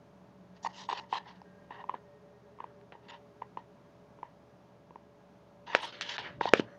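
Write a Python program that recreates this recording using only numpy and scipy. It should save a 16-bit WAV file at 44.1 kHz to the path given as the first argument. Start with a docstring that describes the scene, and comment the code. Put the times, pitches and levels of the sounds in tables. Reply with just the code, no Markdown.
"""A small camera phone is held close over a tiled floor: first a far hum in wavering tones, rumble and hiss.
From half a second fingers brush the plastic case, which ticks and creaks; ticks, slips and a few snaps go on.
From about 5.7 s the grip changes: knocks and snaps, thick rubbing, a fingernail's skid and a low shake.
Blows are sums of decaying case modes with a room echo, rubbing is shaped noise plus a pulsing creak,
and the hum, whistles, skid, shake and background are filtered noise."""
import sys
import numpy as np
from scipy import signal
from scipy.fft import rfft, irfft, next_fast_len
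from scipy.io import wavfile
from scipy.ndimage import uniform_filter1d, map_coordinates

SR = 44100
rng = np.random.default_rng(int(sys.argv[2]) if len(sys.argv) > 2 else 0)


def transcribe(u):
    """Save the signal u as a 16-bit wav file named by the first command-line argument.

    u: samples, shape (n,) or (channels, n), limited to [-1, 1]; the rate is SR.
    q: integer samples, one column per channel.
    """
    v = np.clip(np.atleast_2d(u).T, -1, 1)
    q = np.round(v * 32767).astype(np.int16)
    wavfile.write(sys.argv[1], SR, q)


def invert_db(x):
    """Field ratio 10**(x/20) for x, a level in decibels (scalar or array-like)."""
    u = np.asarray(x, float) / 20
    return 10 ** u


N = 299233  # length in samples

# Steady hum tones. Each row: centre in Hz, width in Hz, level in dB.
HUM_TONES = [(75.8, 2.5, -75.5), (121.9, 6.9, -69.5), (180.5, 10, -70), (375, 5, -84), (419, 5.8, -71.5),
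             (578.8, 1.8, -67.5), (627, 4, -79), (663, 2.9, -76), (1640, 8, -84)]
# Hum tones that come up for a while. Each row: centre in seconds, half length in seconds, pitch in Hz,
# width in Hz, peak level in dB.
HUM_SWELLS = [(0.53, 0.46, 187, 8.8, -60), (1.46, 0.29, 187, 9, -61), (2.53, 1.23, 415, 23, -63),
              (2.22, 0.94, 578, 2.8, -63), (6.65, 0.8, 577, 16, -57.5), (1.55, 0.28, 1600, 60, -72),
              (1.66, 1, 1855, 14, -76.5)]
STEADY = 0.87  # 0 wavers freely, 1 holds its level

# Spectrum of room rumble and microphone hiss. Each row: frequency in Hz, relative level in dB.
AIR_SPECTRUM = [(12, -45), (25, -4), (47, -29.5), (70, -16.5), (170, -1.5), (290, -7), (500, -10.5),
                (900, -11), (1600, -22.5), (2400, -27), (4300, -33), (6600, -36.5), (7600, -46),
                (15500, -46)]
AIR_LEVEL_DB = -61

# Finger strokes in three kinds. Each row: start in seconds, length in seconds, hiss in dB before the tilt,
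# creak in dB, brightness as tilt in dB per hiss band.
BRUSHES = [(0.55, 0.037, -62.5, -65, 1), (0.675, 0.058, -66.5, -51.5, 8.5), (0.73, 0.14, -47, -50, 6),
           (1.09, 0.06, -57.5, -56.5, 8.5), (1.25, 0.087, -53, -50, -2), (1.32, 0.077, -64.5, -62, -1.5),
           (1.725, 0.068, -66, -48.5, -6.5), (1.775, 0.055, -62, -45, -4.5),
           (3.02, 0.073, -69, -59.5, -0.5), (5.77, 0.065, -45.5, -44.5, 0.4),
           (5.812, 0.055, -35.5, -37, 1.5), (5.84, 0.084, -42.5, -54, -0.5), (6.06, 0.097, -38, -48, 2.5),
           (6.15, 0.029, -56, -55, -0.5), (6.22, 0.065, -49, -59, -6.5), (6.46, 0.042, -55, -35.5, 4),
           (6.495, 0.073, -53.5, -49, 3.5)]  # swell and fade
DRAGS = [(0.63, 0.028, -56, -53, 13.5), (0.649, 0.023, -48.5, -35, 8), (0.89, 0.033, -39, -41.5, -2),
         (0.95, 0.048, -41, -42, -0.8), (1.125, 0.0604, -39, -41, 0.9), (3.086, 0.025, -47.5, -51.5, -2),
         (3.116, 0.0305, -53, -50.5, -1.5), (5.668, 0.0794, -44, -42.5, -1.5),
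         (6.02, 0.1487, -39.5, -51.5, 0), (6.43, 0.062, -39.5, -41, 1.5), (6.54, 0.066, -38.5, -61, 2)]  # build up until the skin sticks
SLIPS = [(0.928, 0.027, -41, -36, 4.5), (1.0, 0.099, -65, -47, 9), (1.131, 0.082, -48, -34, 5.5),
         (1.195, 0.154, -63, -53.5, -1.5), (1.708, 0.16, -58.5, -46, -6), (1.9, 0.1, -65, -54, -7),
         (1.945, 0.048, -60, -55, -14.5), (2.6, 0.18, -74.5, -56, -17), (2.925, 0.065, -67, -50.5, -7.5),
         (3.15, 0.043, -59, -51.5, -3.5), (3.424, 0.037, -72.5, -46.5, -1), (3.577, 0.071, -69, -51.5, 1.5),
         (4.234, 0.11, -78, -54, -6.5), (5.755, 0.035, -38.5, -32.5, 8), (5.925, 0.17, -44.5, -68, -2.5),
         (6.016, 0.048, -33.5, -68, 4.5), (6.185, 0.13, -38.5, -44, -1), (6.26, 0.12, -46, -53, -6.5),
         (6.41, 0.079, -40, -56, -1.5), (6.597, 0.076, -47.5, -47, -0.5), (6.64, 0.26, -68.5, -76, -14)]  # break loose at once and die away
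BUILD_DB, SWELL_DB, FADE_DB = 5, 15.5, 24.5  # rise through a drag, depth at a brush's ends, loss through a slip
SWELL_BEND = 1.75  # higher: a brush holds its level longer
FADE_BEND = 1.21  # over 1: a slip holds a while, then fades faster
START_S, STOP_S = 0.009, 0.0087  # time to come up from, or drop to, 40 dB below the stroke
LOW_DB, LOW_PER_BRIGHT = -16, -2  # low modes over hiss; dark, heavy strokes drive them more

# Colour of the rubbing hiss before the tilt. Each row: frequency in Hz, relative level in dB.
SKIN_SPECTRUM = [(650, -23), (1100, 1), (1700, 8), (2050, 4.5), (2400, 1), (2900, 7), (3800, 3.5),
                 (5400, -4.5), (6500, -10), (9000, -20), (15000, -30)]
GRIT_PER_S, GRIT_DB = 1400, -7  # tiny catches in the hiss: rate, level over the smooth noise
# Where the scrape is brightest. Each row: time in seconds, peak in Hz.
SCRAPE_PEAK = [(.63, 5840), (.67, 4600), (.75, 4830), (.82, 4060), (.87, 5240), (.9, 3200), (.99, 4070),
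               (1.13, 3000), (1.18, 3280), (1.3, 4500), (1.72, 3140), (1.95, 3190), (3.1, 3760),
               (3.15, 3200), (5.69, 3190), (5.76, 2570), (5.84, 3580), (5.9, 4200), (5.95, 2730),
               (6.04, 2470), (6.11, 3470), (6.2, 3240), (6.3, 2030), (6.41, 3800), (6.48, 3860),
               (6.56, 2800), (6.65, 2230)]
SCRAPE_DB, SCRAPE_OCTAVES = 4.5, 0.59  # height and half width of that peak
# Regular slipping gathers the hiss on multiples of its rate. Each row: centre in seconds,
# half length in seconds, slip rate in Hz, depth in dB.
SQUEALS = [(0.658, .02, 900, 3.5), (0.809, .05, 980, 1.5), (0.907, .035, 933, 5), (.98, .03, 930, 2),
           (1.155, .04, 1002, 2.5), (1.76, .07, 925, 2), (3.11, .05, 920, 4), (5.71, .04, 930, 3.5),
           (5.838, .03, 930, 0.5)]
CREAK_HZ, CREAK_WANDER = 930, 0.03  # mean slip rate, size of its drift as a share
CREAK_CLEAN_DB = -7.5  # steady slips over ragged ones
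# Overtones of the creak. Each row: multiple of the slip rate, mean level in dB over the fundamental.
CREAK_OVERTONES = [(2, -10.5), (3, -18.5), (4, -27), (5, -32.5)]

# Modes of the plastic case. Each row: frequency in Hz before detuning, t60 in seconds, relative level in dB,
# build-up in cycles.
CASE_MODES = [(204, 0.019, -36, 0.16), (446, 0.0092, -4, 0.22), (930, 0.01, -2, 1.58),
              (1370, 0.0037, 1.5, 1.2), (1745, 0.0055, -1.5, 2.1), (2520, 0.0047, 1.5, 0.82),
              (2904, 0.0035, -5.5, 1.2), (3970, 0.0023, 4.5, 3), (5740, 0.0057, -4, 0.95),
              (9300, 0.00043, 12.5, 0.34)]
SOFT_DETUNE, HARD_DETUNE = 0.08, 0.025  # spread of the mode shift from blow to blow, as a share
HOLD_CYCLES = 0.96  # how long a tick goes on driving its main mode
HARD_BUILD = 1  # snaps and knocks build up in this share of the cycles
CONTACT_DB_PER_OCTAVE = 37  # loss above the contact's cut-off
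# Ticks, the main mode leads. Each row: time in seconds, strength in dB, main mode in Hz,
# weight as low modes over the strength in dB.
TICKS = [(0.6488, -13.5, 863, -29.5), (0.6638, -14.5, 930, -17), (0.6713, -18.5, 846, -40),
         (0.89, -14.5, 964, -19), (0.8996, -14, 905, -33), (0.9134, -19.5, 1040, -23),
         (0.9285, -11.5, 966, -9.5), (0.9335, -19.5, 870, -6), (1.128, -9, 927, -11.5),
         (1.137, -15.5, 930, -27), (1.1556, -14.5, 1026, -28), (1.268, -37, 830, -23),
         (1.4172, -32.5, 890, -36), (1.7086, -24.5, 900, -6.5), (1.841, -24.5, 960, -13),
         (1.8901, -27, 960, -12), (1.895, -11.5, 1002, -12), (1.939, -28, 930, -10),
         (1.942, -18.5, 930, -8.5), (2.588, -34.5, 1048, -6), (2.604, -20.5, 990, -8.5),
         (2.6419, -22, 947, -5.5), (2.9526, -36, 930, 0), (3.418, -31, 930, -16), (3.421, -18.5, 930, -8),
         (3.5729, -17, 948, -7.5), (4.1889, -39, 960, 0), (4.2308, -19, 937, -7), (4.9078, -35, 950, 1.5),
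         (4.9586, -27, 940, -4), (6.188, -22.5, 850, -15), (6.4111, -7, 904, -7.5)]
TICK_TOP_HZ = 6500  # contact cut-off
TICK_HIGH_DB, HIGH_PER_WEIGHT = -20, 0.02  # a heavier tick drives the high modes slightly more
TICK_CRACK_DB, CRACK_PER_WEIGHT = -53, -1  # the lighter the tick, the more it cracks
# Snaps, the high modes lead. Each row: time in seconds, strength in dB, low modes over it in dB,
# crack over it in dB, contact cut-off in Hz.
SNAPS = [(2.8136, -52, -10, -7, 9000), (2.923, -37, 3.5, -19.5, 9000), (5.668, -53, -3, -5, 5000),
         (5.928, -44, -23, 0, 7000), (6.0114, -20, -29, 1, 8900), (6.182, -21.5, -21, -3, 4440),
         (6.4116, -17.5, 4, -10, 1900)]
SNAP_RING_DB, RING_PER_LOW, SNAP_RING_HZ = 0, 0.45, 770  # main ring: level, share of low-mode dB, pitch
# Knocks, the low modes lead. Each row: time in seconds, strength in dB, loudest mode in Hz,
# main ring over the strength in dB, high modes over it in dB.
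KNOCKS = [(5.7503, -3, 574, -10, -0.5), (6.4566, -13, 762, 5.5, -13), (6.5366, 7, 470, -20.5, -7),
          (6.597, -1.5, 329, -39, -20)]
KNOCK_CRACK_DB, CRACK_PER_HIGH = -13.5, 0.97  # more high modes bring more crack

# Decay of the room's echo. Each row: frequency in Hz, t60 in seconds.
ROOM_DECAY = [(300, 0.18), (1000, 0.15), (5000, 0.16)]
# Faint short whistles. Each row: centre in seconds, half length in seconds, pitch in Hz, width in Hz,
# peak level in dB.
WHISTLES = [(0.665, .012, 8600, 300, -78), (0.9, .016, 6620, 140, -67), (0.905, .022, 7820, 120, -73),
            (1.135, .012, 8100, 200, -74), (3.098, .011, 6950, 200, -71), (5.7, .025, 6150, 200, -68),
            (6.36, .035, 1950, 90, -72), (6.73, .045, 5920, 110, -83), (6.72, .06, 4300, 110, -82)]
# A fingernail skids, thin and high. The row: centre in seconds, half length in seconds, mean peak level in dB.
NAIL_SKID = (5.84, 0.027, -66)
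# The moving hand shakes the phone. The row: centre in seconds, half length in seconds, centre in Hz,
# width in Hz, mean peak level in dB.
HAND_SHAKE = (6.45, .22, 115, 120, -55)

# How case vibration reaches the microphone. Each row: frequency in Hz, gain in dB.
MIC_PATH = [(40, -46), (110, -5), (220, 1), (6600, -4.5), (7800, -15), (10500, -33), (14000, -38.5)]
OVERLOAD = 1.5  # the capsule's largest swing
BOTTOM_HZ, TOP_HZ = 45, 13100  # the converter's band


def unit(x):
    """Scaled to rms 1."""
    return x / np.sqrt(np.mean(x ** 2) + 1e-20)


def along(points, hz):
    """Reads a curve of (Hz, value) points on a log frequency axis."""
    f, v = np.transpose(points)
    return np.interp(np.log(hz + 1), np.log(f + 1), v)


def wobble(rate):
    """A smooth random curve, rate knots a second."""
    knots = rng.standard_normal(int(N * rate / SR) + 4)
    return map_coordinates(knots, [np.arange(N) * rate / SR])


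def noise(response):
    """Fresh noise of rms 1 with a gain for each frequency."""
    m = next_fast_len(N)
    spectrum = rfft(rng.standard_normal(m)) * response(np.fft.rfftfreq(m, 1 / SR))
    return unit(irfft(spectrum, m)[:N])


def bell(hz, width):
    """Gain of one resonance."""
    return lambda f: 1 / (1 + ((f - hz) / (width / 2)) ** 2)


def moment(centre, half):
    """A smooth rise and fall that peaks at 1; both times in seconds."""
    return np.exp(-((np.arange(N) / SR - centre) / half) ** 2)


def tone(hz, width):
    """A narrow band of noise, rms 1, with its slow swells partly evened out."""
    x = noise(bell(hz, width))
    slow_power = np.abs(uniform_filter1d(x ** 2, size=SR // 8))
    return unit(x / slow_power ** (STEADY / 2))


def hum():
    """A far appliance: narrow unsteady tones, some always there and some that come and go."""
    steady = sum(invert_db(db) * tone(hz, width) for hz, width, db in HUM_TONES)
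    swelling = sum(invert_db(db) * moment(s, half) * tone(hz, width) for s, half, hz, width, db in HUM_SWELLS)
    return steady + swelling


def air():
    """Room rumble and microphone hiss: shaped noise whose level drifts slowly."""
    return invert_db(AIR_LEVEL_DB + 0.6 * wobble(3)) * noise(lambda f: invert_db(along(AIR_SPECTRUM, f)))


def strokes():
    """Power of hiss, creak and low modes over time, and the brightness averaged by hiss power."""
    power, bright, t = np.full((3, N), 1e-14), np.zeros(N), np.arange(N) / SR
    u = np.linspace(0, 1, 9)  # progress through a stroke
    kinds = [(DRAGS, -BUILD_DB * (1 - u)),
             (BRUSHES, -SWELL_DB * np.abs(2 * u - 1) ** SWELL_BEND),
             (SLIPS, -FADE_DB * u ** FADE_BEND)]
    for rows, shape_db in kinds:
        for s, length, hiss_db, creak_db, tilt in rows:
            begin, end = s - START_S, s + length + STOP_S
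            span = slice(round(begin * SR), round(end * SR))
            times = [begin, *(s + length * u), end]
            envelope = invert_db(np.interp(t[span], times, [-40, *shape_db, -40])) ** 2
            low_db = hiss_db + LOW_DB + LOW_PER_BRIGHT * tilt
            power[:, span] += invert_db([[hiss_db], [creak_db], [low_db]]) ** 2 * envelope
            bright[span] += tilt * invert_db(hiss_db) ** 2 * envelope
    return power, bright / power[0]


def gritty():
    """White noise strewn with single sharp catches of uneven size."""
    chance, size = rng.random(N), rng.standard_normal(N)
    catches = (chance < GRIT_PER_S / SR) * size
    return rng.standard_normal(N) + invert_db(GRIT_DB) * unit(catches)


def streaky(x, depth_db):
    """Narrow resonances come and go with the skin's contact patch, a broad one moves, squeals form combs."""
    z = signal.stft(x, nperseg=256)[2]
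    field = uniform_filter1d(rng.standard_normal(z.shape), size=2, axis=0)
    field = uniform_filter1d(field, size=18, axis=1)
    s, peak_hz = np.transpose(SCRAPE_PEAK)
    hz, t = np.fft.rfftfreq(256, 1 / SR)[:, None] + 1, np.arange(z.shape[1]) * 128 / SR
    octaves_off = np.log2(hz / np.interp(t, s, peak_hz))
    hump_db = SCRAPE_DB * np.exp(-(octaves_off / SCRAPE_OCTAVES) ** 2)
    comb_db = sum(db * np.exp(-((t - at) / half) ** 2) * np.cos(2 * np.pi * hz / rate_hz)
                  for at, half, rate_hz, db in SQUEALS)
    gain = invert_db(depth_db * unit(field) + hump_db + comb_db)
    return unit(signal.istft(z * gain, nperseg=256)[1][:N])


def skin_hiss(tilt):
    """Grainy friction noise in four bands, tilted towards dark or bright from stroke to stroke."""
    centres = [1100, 2200, 4400, 6600]  # Hz
    spectrum, f = rfft(streaky(gritty(), depth_db=2.5)), np.fft.rfftfreq(N, 1 / SR)
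    spectrum = spectrum * invert_db(along(SKIN_SPECTRUM, f))
    spectrum = spectrum / np.std(irfft(spectrum, N))
    hiss = np.zeros(N)
    for k in range(len(centres)):
        weight = along([(hz, float(i == k)) for i, hz in enumerate(centres)], f)
        hiss += invert_db(tilt * (k - 1.5)) * irfft(spectrum * weight, N)
    return hiss


def creak():
    """A rough pulse train near the main mode: ragged noise bands plus steadier slips with overtones."""
    ragged = noise(lambda f: bell(930, 240)(f) + invert_db(-9.5) * bell(1870, 260)(f)
                   + invert_db(-19.0) * bell(2900, 350)(f))
    rate = CREAK_HZ * (1 + CREAK_WANDER * (wobble(15) + wobble(120)))
    turns = 2 * np.pi * np.cumsum(rate) / SR
    slips = np.sin(turns)
    for k, db in CREAK_OVERTONES:
        slips = slips + invert_db(db + 4.3 * wobble(40)) * np.sin(k * turns)
    return unit(ragged + invert_db(CREAK_CLEAN_DB + 3.9 * wobble(90)) * unit(slips))


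def rubbing():
    """Skin dragging on plastic: grainy hiss, a creak near the case's main mode and a murmur of low modes."""
    power, tilt = strokes()
    hiss_gain, creak_gain, low_gain = np.sqrt(power)
    hiss = invert_db(1.8 * wobble(170)) * skin_hiss(tilt)  # stick and slip
    ring = invert_db(1.74 * wobble(120)) * creak()
    low = noise(bell(510, 460))
    return hiss_gain * hiss + creak_gain * ring + low_gain * low


def blows():
    """Each blow: time, loudest mode, dB of low modes, main ring, high modes and crack, softness, cut-off."""
    rows = []
    for s, db, hz, weight in TICKS:
        high = TICK_HIGH_DB + HIGH_PER_WEIGHT * weight
        crack = TICK_CRACK_DB + CRACK_PER_WEIGHT * weight
        rows.append((s, hz, db + np.array([weight, 0, high, crack]), True, TICK_TOP_HZ))
    for s, db, low, crack, top_hz in SNAPS:
        ring = SNAP_RING_DB + RING_PER_LOW * low
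        rows.append((s, SNAP_RING_HZ, db + np.array([low, ring, 0, crack]), False, top_hz))
    for s, db, hz, ring, high in KNOCKS:
        crack = KNOCK_CRACK_DB + CRACK_PER_HIGH * high
        rows.append((s, hz, db + np.array([0, ring, high, crack]), False, SR))  # no contact loss
    return rows


def case_blows():
    """Each tick, snap or knock rings all case modes in step; the groups of modes share it differently."""
    out, t = np.zeros(N + SR), np.arange(-SR // 50, SR // 12) / SR
    hz, t60, db, soft_build = np.transpose(CASE_MODES)[..., None]
    group = np.digitize(hz, [700, 1200, 3500])  # low, main, high, crack
    rows = blows()
    scatter = rng.standard_normal((len(rows), 2, len(CASE_MODES), 1))
    for (s, loudest_hz, group_db, soft, top_hz), (detune, strength) in zip(rows, scatter):
        f = hz * (1 + (SOFT_DETUNE if soft else HARD_DETUNE) * detune)
        f[1 if loudest_hz < 650 else 2] = loudest_hz
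        build, hold = HARD_BUILD * soft_build, 0
        if soft:
            build, hold = soft_build, HOLD_CYCLES * (group == 1) / f
            f[[4, 6], 0] = 2 * loudest_hz, 3 * loudest_hz  # the driven ring is lopsided: its overtones show
        # the modes are in phase at the blow; each takes its own number of cycles to build up
        cycles = np.maximum(t * f + build, 0)
        rise = (1 - np.exp(-cycles / (1.267 * build))) ** 2
        # modes that are not held already decay while they build up
        decay = invert_db(-60 * np.maximum(t - hold, -build / f * (hold == 0)) / t60)
        contact_loss_db = CONTACT_DB_PER_OCTAVE * np.maximum(np.log2(f / top_hz), 0)
        level = invert_db(group_db[group] + db + 0.79 * strength - contact_loss_db)
        ringing = level * rise * decay * np.cos(2 * np.pi * f * t)
        out[round((s + t[0]) * SR):][:len(t)] += ringing.sum(0)
    return out[:N]


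def room(x):
    """Tiles and walls answer with a decaying noise tail, a new one for each quarter second."""
    out, step = np.zeros(N + SR), SR // 4
    for start in range(0, N, step):
        hz, t, z = signal.stft(rng.standard_normal(SR // 4), SR, nperseg=256)
        decay = invert_db(-60 * t / along(ROOM_DECAY, hz)[:, None])
        tail = signal.istft(z * decay, SR, nperseg=256)[1]
        wet = signal.fftconvolve(x[start:start + step], tail / np.linalg.norm(tail))
        out[start + 200:][:len(wet)] += wet  # 200 samples of delay
    return out[:N]


def whistles():
    """Faint short whistles: narrow bands of noise that rise and fall."""
    return sum(invert_db(db) * moment(s, half) * tone(hz, width) for s, half, hz, width, db in WHISTLES)


def nail_skid():
    """One short fluttering skid, a high noise band that reaches the microphone through the air."""
    s, half, db = NAIL_SKID
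    return invert_db(db + 4.1 * wobble(250)) * moment(s, half) * noise(bell(8800, 3500))


def hand_shake():
    """A low uneven rumble while the grip changes: noise round one resonance, thinned in the deepest bass."""
    s, half, hz, width, db = HAND_SHAKE
    rumble = noise(lambda f: bell(hz, width)(f) * (f / (f + 60)) ** 4)
    return invert_db(db + 5.6 * wobble(36)) * moment(s, half) * rumble


def scene():
    """Handling noise through the case, the blows' echo and the background."""
    struck = case_blows()
    handling = struck + invert_db(-16.5) * room(struck) + rubbing()
    handling = np.clip(handling, -OVERLOAD, OVERLOAD)
    mic_gain = invert_db(along(MIC_PATH, np.fft.rfftfreq(N, 1 / SR)))
    heard = irfft(rfft(handling) * mic_gain, N)
    return (hum() + air() + heard + whistles() + nail_skid() + hand_shake())[None]


def top_cut(x):
    """Nothing passes above the cut-off."""
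    return signal.sosfilt(signal.butter(12, 16620, fs=SR, output="sos"), x)


def record(dry):
    """The converter tops out at full scale and rounds off the deepest bass and the treble."""
    band = signal.butter(2, [2 * BOTTOM_HZ / SR, 2 * TOP_HZ / SR], "band")
    mix = signal.lfilter(*band, np.clip(dry, -1, 1))
    return top_cut(mix)


dry = scene()
out = record(dry)
transcribe(out)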